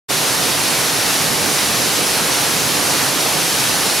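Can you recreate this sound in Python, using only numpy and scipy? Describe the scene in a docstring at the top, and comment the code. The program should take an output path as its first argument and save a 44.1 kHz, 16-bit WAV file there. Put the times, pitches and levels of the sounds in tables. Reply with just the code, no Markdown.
"""After an instant of silence, a waterfall in a wooded gorge fades in quickly, close to a small
stereo microphone. From then on it rushes steadily: the plunge rumbles and roars low on the right,
water splashes over rocks, bubbles ring, and the falling sheet and its spray hiss in the middle.
About two seconds in, a large pocket of air collapses with one dull gulp, and the rush carries on."""
import sys
import numpy as np
from scipy import signal
from scipy.fft import rfft, irfft
from scipy.io import wavfile
from scipy.ndimage import uniform_filter1d

SR = 44100
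rng = np.random.default_rng(int(sys.argv[2]) if len(sys.argv) > 2 else 0)


def transcribe(u):
    """Save the signal u as a 16-bit wav file named by the first command-line argument.

    u: samples, shape (n,) or (channels, n), limited to [-1, 1]; the rate is SR.
    q: integer samples, one column per channel.
    """
    v = np.clip(np.atleast_2d(u).T, -1, 1)
    q = np.round(v * 32767).astype(np.int16)
    wavfile.write(sys.argv[1], SR, q)


N = 176400
T = np.arange(N) / SR

# how strong the rush is from low to high (frequency [Hz], relative level [dB])
RUSH_SPECTRUM = [(20, -31.1), (40, -25), (58, -16.5), (78, -9), (97, -12.5), (130, 0.0), (175, -1.6),
                 (215, -4.1), (275, 0.1), (320, -2.5), (430, -1.5), (570, -3.7), (750, -2.5), (1200, -4.5),
                 (2080, -6.5), (2600, -6), (3380, -7), (3950, -5.5), (5900, -6), (7900, -11), (10500, -8),
                 (12500, -13.5), (14500, -20), (15700, -25)]
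# how alike the left and right sides sound (frequency [Hz], likeness [0-1])
STEREO_LIKENESS = [(30, .8), (65, .97), (150, .98), (270, 0.85), (500, 0.77), (1200, 0.83), (2200, 0.67),
                   (3200, 0.85), (5700, .86), (7700, .67), (10500, 0.76), (14500, 0.6)]
# how much louder the left side is than the right (frequency [Hz], level [dB])
LEFT_BALANCE = [(60, -4), (99, -5.5), (160, -7.0), (270, -8), (450, -7.5), (740, -5.5), (1220, -3.0),
                (2010, -1.0), (3330, 0.0), (5500, 0.0), (9080, 0), (15000, -1.5)]
# how far the wave on the left runs ahead of the right (frequency [Hz], phase [radians])
LEFT_LEAD = [(60, -.14), (210, 0.023), (480, 0.01), (860, 0.7), (1700, 0.12), (2400, 0.092), (4000, 0.11),
             (6200, .03), (8000, -0.23), (11000, -0.065)]
# how the rumble rises and falls (time [s], level [dB])
RUMBLE_SWELLS = [(0.12, 0.5), (0.42, -2), (0.78, -0.5), (0.96, -4.5), (1.32, 1), (1.44, 0), (1.68, 1),
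                 (1.83, -1), (3.12, -0.5), (3.27, -2), (3.42, -0.5), (3.54, -1.6), (3.78, 0.3), (3.99, -3)]
# how the roar rises and falls (time [s], level [dB])
ROAR_SWELLS = [(0.12, 1.7), (0.33, -1.1), (0.51, 1.5), (0.6, -1.8), (0.72, 0.5), (1.14, -1), (1.47, 1),
               (1.77, -1.5), (1.86, 3.5), (1.95, -3.5), (2.01, 3.5), (2.1, 0.5), (2.25, 1), (2.55, 0.8),
               (2.76, 2), (2.91, 1.5), (3.33, 0.3), (3.99, 0.5)]
# how the splashing rises and falls (time [s], level [dB])
SPLASH_SWELLS = [(0.12, -1.5), (0.33, 1.5), (0.42, -0.5), (0.51, 0.1), (1.05, 0.5), (1.38, -0.5),
                 (1.47, 0.2), (1.77, -0.2), (2.13, -0.4), (2.22, 1.1), (2.67, -0.1), (2.85, 0.1), (3.03, 2),
                 (3.12, -1), (3.33, 1.2), (3.42, -0.5), (3.69, 0.5), (3.99, -0.9)]
# how the hiss rises and falls (time [s], level [dB])
HISS_SWELLS = [(0.12, -0.5), (0.51, -0.1), (0.57, -0.5), (0.66, 0.1), (0.96, -0.5), (1.2, 0.1), (1.41, -1),
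               (1.53, 0.3), (1.62, -0.1), (1.74, -0.5), (1.95, 0), (2.01, -0.7), (2.13, 0.5), (2.22, -0.9),
               (2.34, 0), (2.73, -0.7), (3.03, 0.1), (3.09, -1), (3.18, -1.2), (3.21, 0), (3.42, -0.5),
               (3.72, 0.3), (3.81, -0.4), (3.99, 0.1)]
# trapped air collapsing in the plunge (time [s], pitch [Hz], level [dB], half-length [s])
AIR_GULP = [(1.992, 480, -6, .0011)]

SILENT_S, FADE_S, TOP_HZ = 0.084, 0.019, 15800
RUSH_DB = -17.5
RUMBLE_DB, ROAR_DB, SPLASH_DB, HISS_DB = 0.6, -0.13, 0.14, 0.6  # added to each band of the rush
LOWEST_HZ, RUMBLE_TOP_HZ, ROAR_TOP_HZ, SPLASH_TOP_HZ = 25, 237, 586, 2090
BUBBLES_PER_S, BUBBLE_DB, BUBBLE_LEFT_DB = 300, -38, -3
DROPS_PER_S, DROP_DB = 2500, -33.5
GULP_LEFT_DB = -8


def amp(db):
    """Turns decibels into a number to multiply a sound by."""
    return 10 ** (np.asarray(db) / 20)


def unit(x):
    """Scales a signal to an average strength (rms) of one."""
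    return x / np.sqrt(np.mean(x ** 2) + 1e-20)


def look_up(table, hz):
    """Reads between the rows of a frequency table, with octaves evenly spaced."""
    row_hz, values = np.transpose(table)
    return np.interp(np.log(hz + 1), np.log(row_hz + 1), values)


def swell(table):
    """A volume curve that rises and falls around the table's average level."""
    db = np.interp(T, *np.transpose(table))
    return amp(db - db.mean())


def band(x, low_hz, high_hz, order=8):
    """Keeps one range of frequencies, with soft edges so that neighbouring bands join evenly."""
    hz = np.fft.rfftfreq(N, 1 / SR)
    share = 1 / (1 + (hz / high_hz) ** order) - 1 / (1 + (hz / low_hz) ** order)
    return irfft(rfft(x) * np.sqrt(abs(share)), N)


def water(low_hz, high_hz, patch_db, patch_s, patch_hz, flicker_db, size=2048):
    """One band of rushing water: stereo noise that flickers, with louder and softer patches."""
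    # The noise is drawn on a grid of short moments (frames) by frequencies.
    hop = size // 4
    frames, hz = N // hop + 5, np.fft.rfftfreq(size, 1 / SR)
    left_re, left_im, other_re, other_im, patches = rng.standard_normal((5, frames, len(hz)))
    # Blur random values into patches about patch_s long and patch_hz wide.
    patches = uniform_filter1d(patches, max(1, round(patch_s * SR / hop)), axis=0)
    patches = unit(uniform_filter1d(patches, max(1, round(patch_hz * size / SR)), axis=1))
    flicker = rng.standard_normal((frames, 1))
    strength = amp(look_up(RUSH_SPECTRUM, hz) + patch_db * patches + flicker_db * flicker)
    # The right side is partly the left side's noise and partly its own.
    likeness = np.clip(look_up(STEREO_LIKENESS, hz), 0, 1)
    left = left_re + 1j * left_im
    right = likeness * left + np.sqrt(1 - likeness ** 2) * (other_re + 1j * other_im)
    # Lean each frequency to one side, keeping the level of the two sides added together.
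    lean = amp(look_up(LEFT_BALANCE, hz) / 2)
    sides = np.array([lean * np.exp(1j * look_up(LEFT_LEAD, hz)), 1 / lean])
    together = np.sqrt((abs(sides) ** 2).sum(0) + 2 * likeness * (sides[0] * sides[1]).real)
    grid = np.array([left, right]) * sides[:, None] * strength / together
    noise = signal.istft(grid.swapaxes(1, 2), nperseg=size, noverlap=size - hop)[1][:, :N]
    return amp(RUSH_DB) * band(noise / noise.mean(0).std(), low_hz, high_hz)


def pings(per_s, low_hz, high_hz, cycles, spread_db, width, pitches=30):
    """Tiny rings at random times and strengths, each pitch from its own direction."""
    out = np.zeros((2, N))
    for hz in np.geomspace(low_hz, high_hz, pitches):
        turns = np.arange(int(2 * cycles * SR / hz) + 2) * hz / SR
        ring = np.sin(2 * np.pi * turns) * turns * np.exp(-2 * np.pi * turns / cycles)
        starts = rng.random(N) < per_s / pitches / SR
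        strengths = amp(spread_db * np.minimum(rng.exponential(1, N), 4))
        hits = starts * strengths * rng.choice([-1, 1], N)
        ringing = signal.oaconvolve(hits, ring / np.linalg.norm(ring))[:N]  # one ring at every hit
        pan = width * rng.uniform(-1, 1)
        out += np.outer([1 + pan, 1 - pan], ringing)
    return unit(out)


def rumble():
    """The weight of the water landing in the pool makes the deepest sound."""
    noise = water(LOWEST_HZ, RUMBLE_TOP_HZ, patch_db=1.1, patch_s=.06, patch_hz=100, flicker_db=.3)
    return amp(RUMBLE_DB) * swell(RUMBLE_SWELLS) * noise


def roar():
    """The plunge churns, surging now and then."""
    noise = water(RUMBLE_TOP_HZ, ROAR_TOP_HZ, patch_db=.56, patch_s=.06, patch_hz=200, flicker_db=.4)
    return amp(ROAR_DB) * swell(ROAR_SWELLS) * noise


def splash():
    """Water breaking over the rocks fills the middle pitches."""
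    noise = water(ROAR_TOP_HZ, SPLASH_TOP_HZ, patch_db=.77, patch_s=.06, patch_hz=150, flicker_db=.3)
    return amp(SPLASH_DB) * swell(SPLASH_SWELLS) * noise


def hiss():
    """The falling sheet of water makes the smooth, high part of the rush, with a fine shimmer."""
    noise = water(SPLASH_TOP_HZ, SR, patch_db=1.5, patch_s=.045, patch_hz=65, flicker_db=.27)
    return amp(HISS_DB) * swell(HISS_SWELLS) * noise


def bubbles():
    """Small air pockets ring briefly in the pool, a little to the right."""
    rings = pings(BUBBLES_PER_S, low_hz=258, high_hz=1600, cycles=4.1, spread_db=1.5, width=.3)
    return amp(BUBBLE_DB) * amp([[BUBBLE_LEFT_DB], [0]]) * rings


def spray():
    """Countless drops patter on rock, each a tiny high tick."""
    ticks = pings(DROPS_PER_S, low_hz=1600, high_hz=10800, cycles=2.7, spread_db=3.5, width=.5)
    return amp(DROP_DB) * ticks


def gulp():
    """A large air pocket on the right collapses in a single dull swing."""
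    out = np.zeros(N)
    for time_s, hz, db, half_length_s in AIR_GULP:
        rise_and_fall = np.exp(-((T - time_s) / half_length_s) ** 2)
        out += amp(db) * rise_and_fall * np.sin(2 * np.pi * hz * (time_s - T))
    return amp([[GULP_LEFT_DB], [0]]) * out


def scene():
    """All the water sounds together."""
    return rumble() + roar() + splash() + hiss() + bubbles() + spray() + gulp()


def record(dry):
    """Fades the sound in quickly and cuts off the very highest treble."""
    faded = dry * np.clip((T - SILENT_S) / FADE_S, 0, 1)
    lowpass = signal.firwin(1023, TOP_HZ, window=("kaiser", 9), fs=SR)
    return signal.oaconvolve(faded, lowpass[None], "same", axes=1)


dry = scene()
out = record(dry)
transcribe(out)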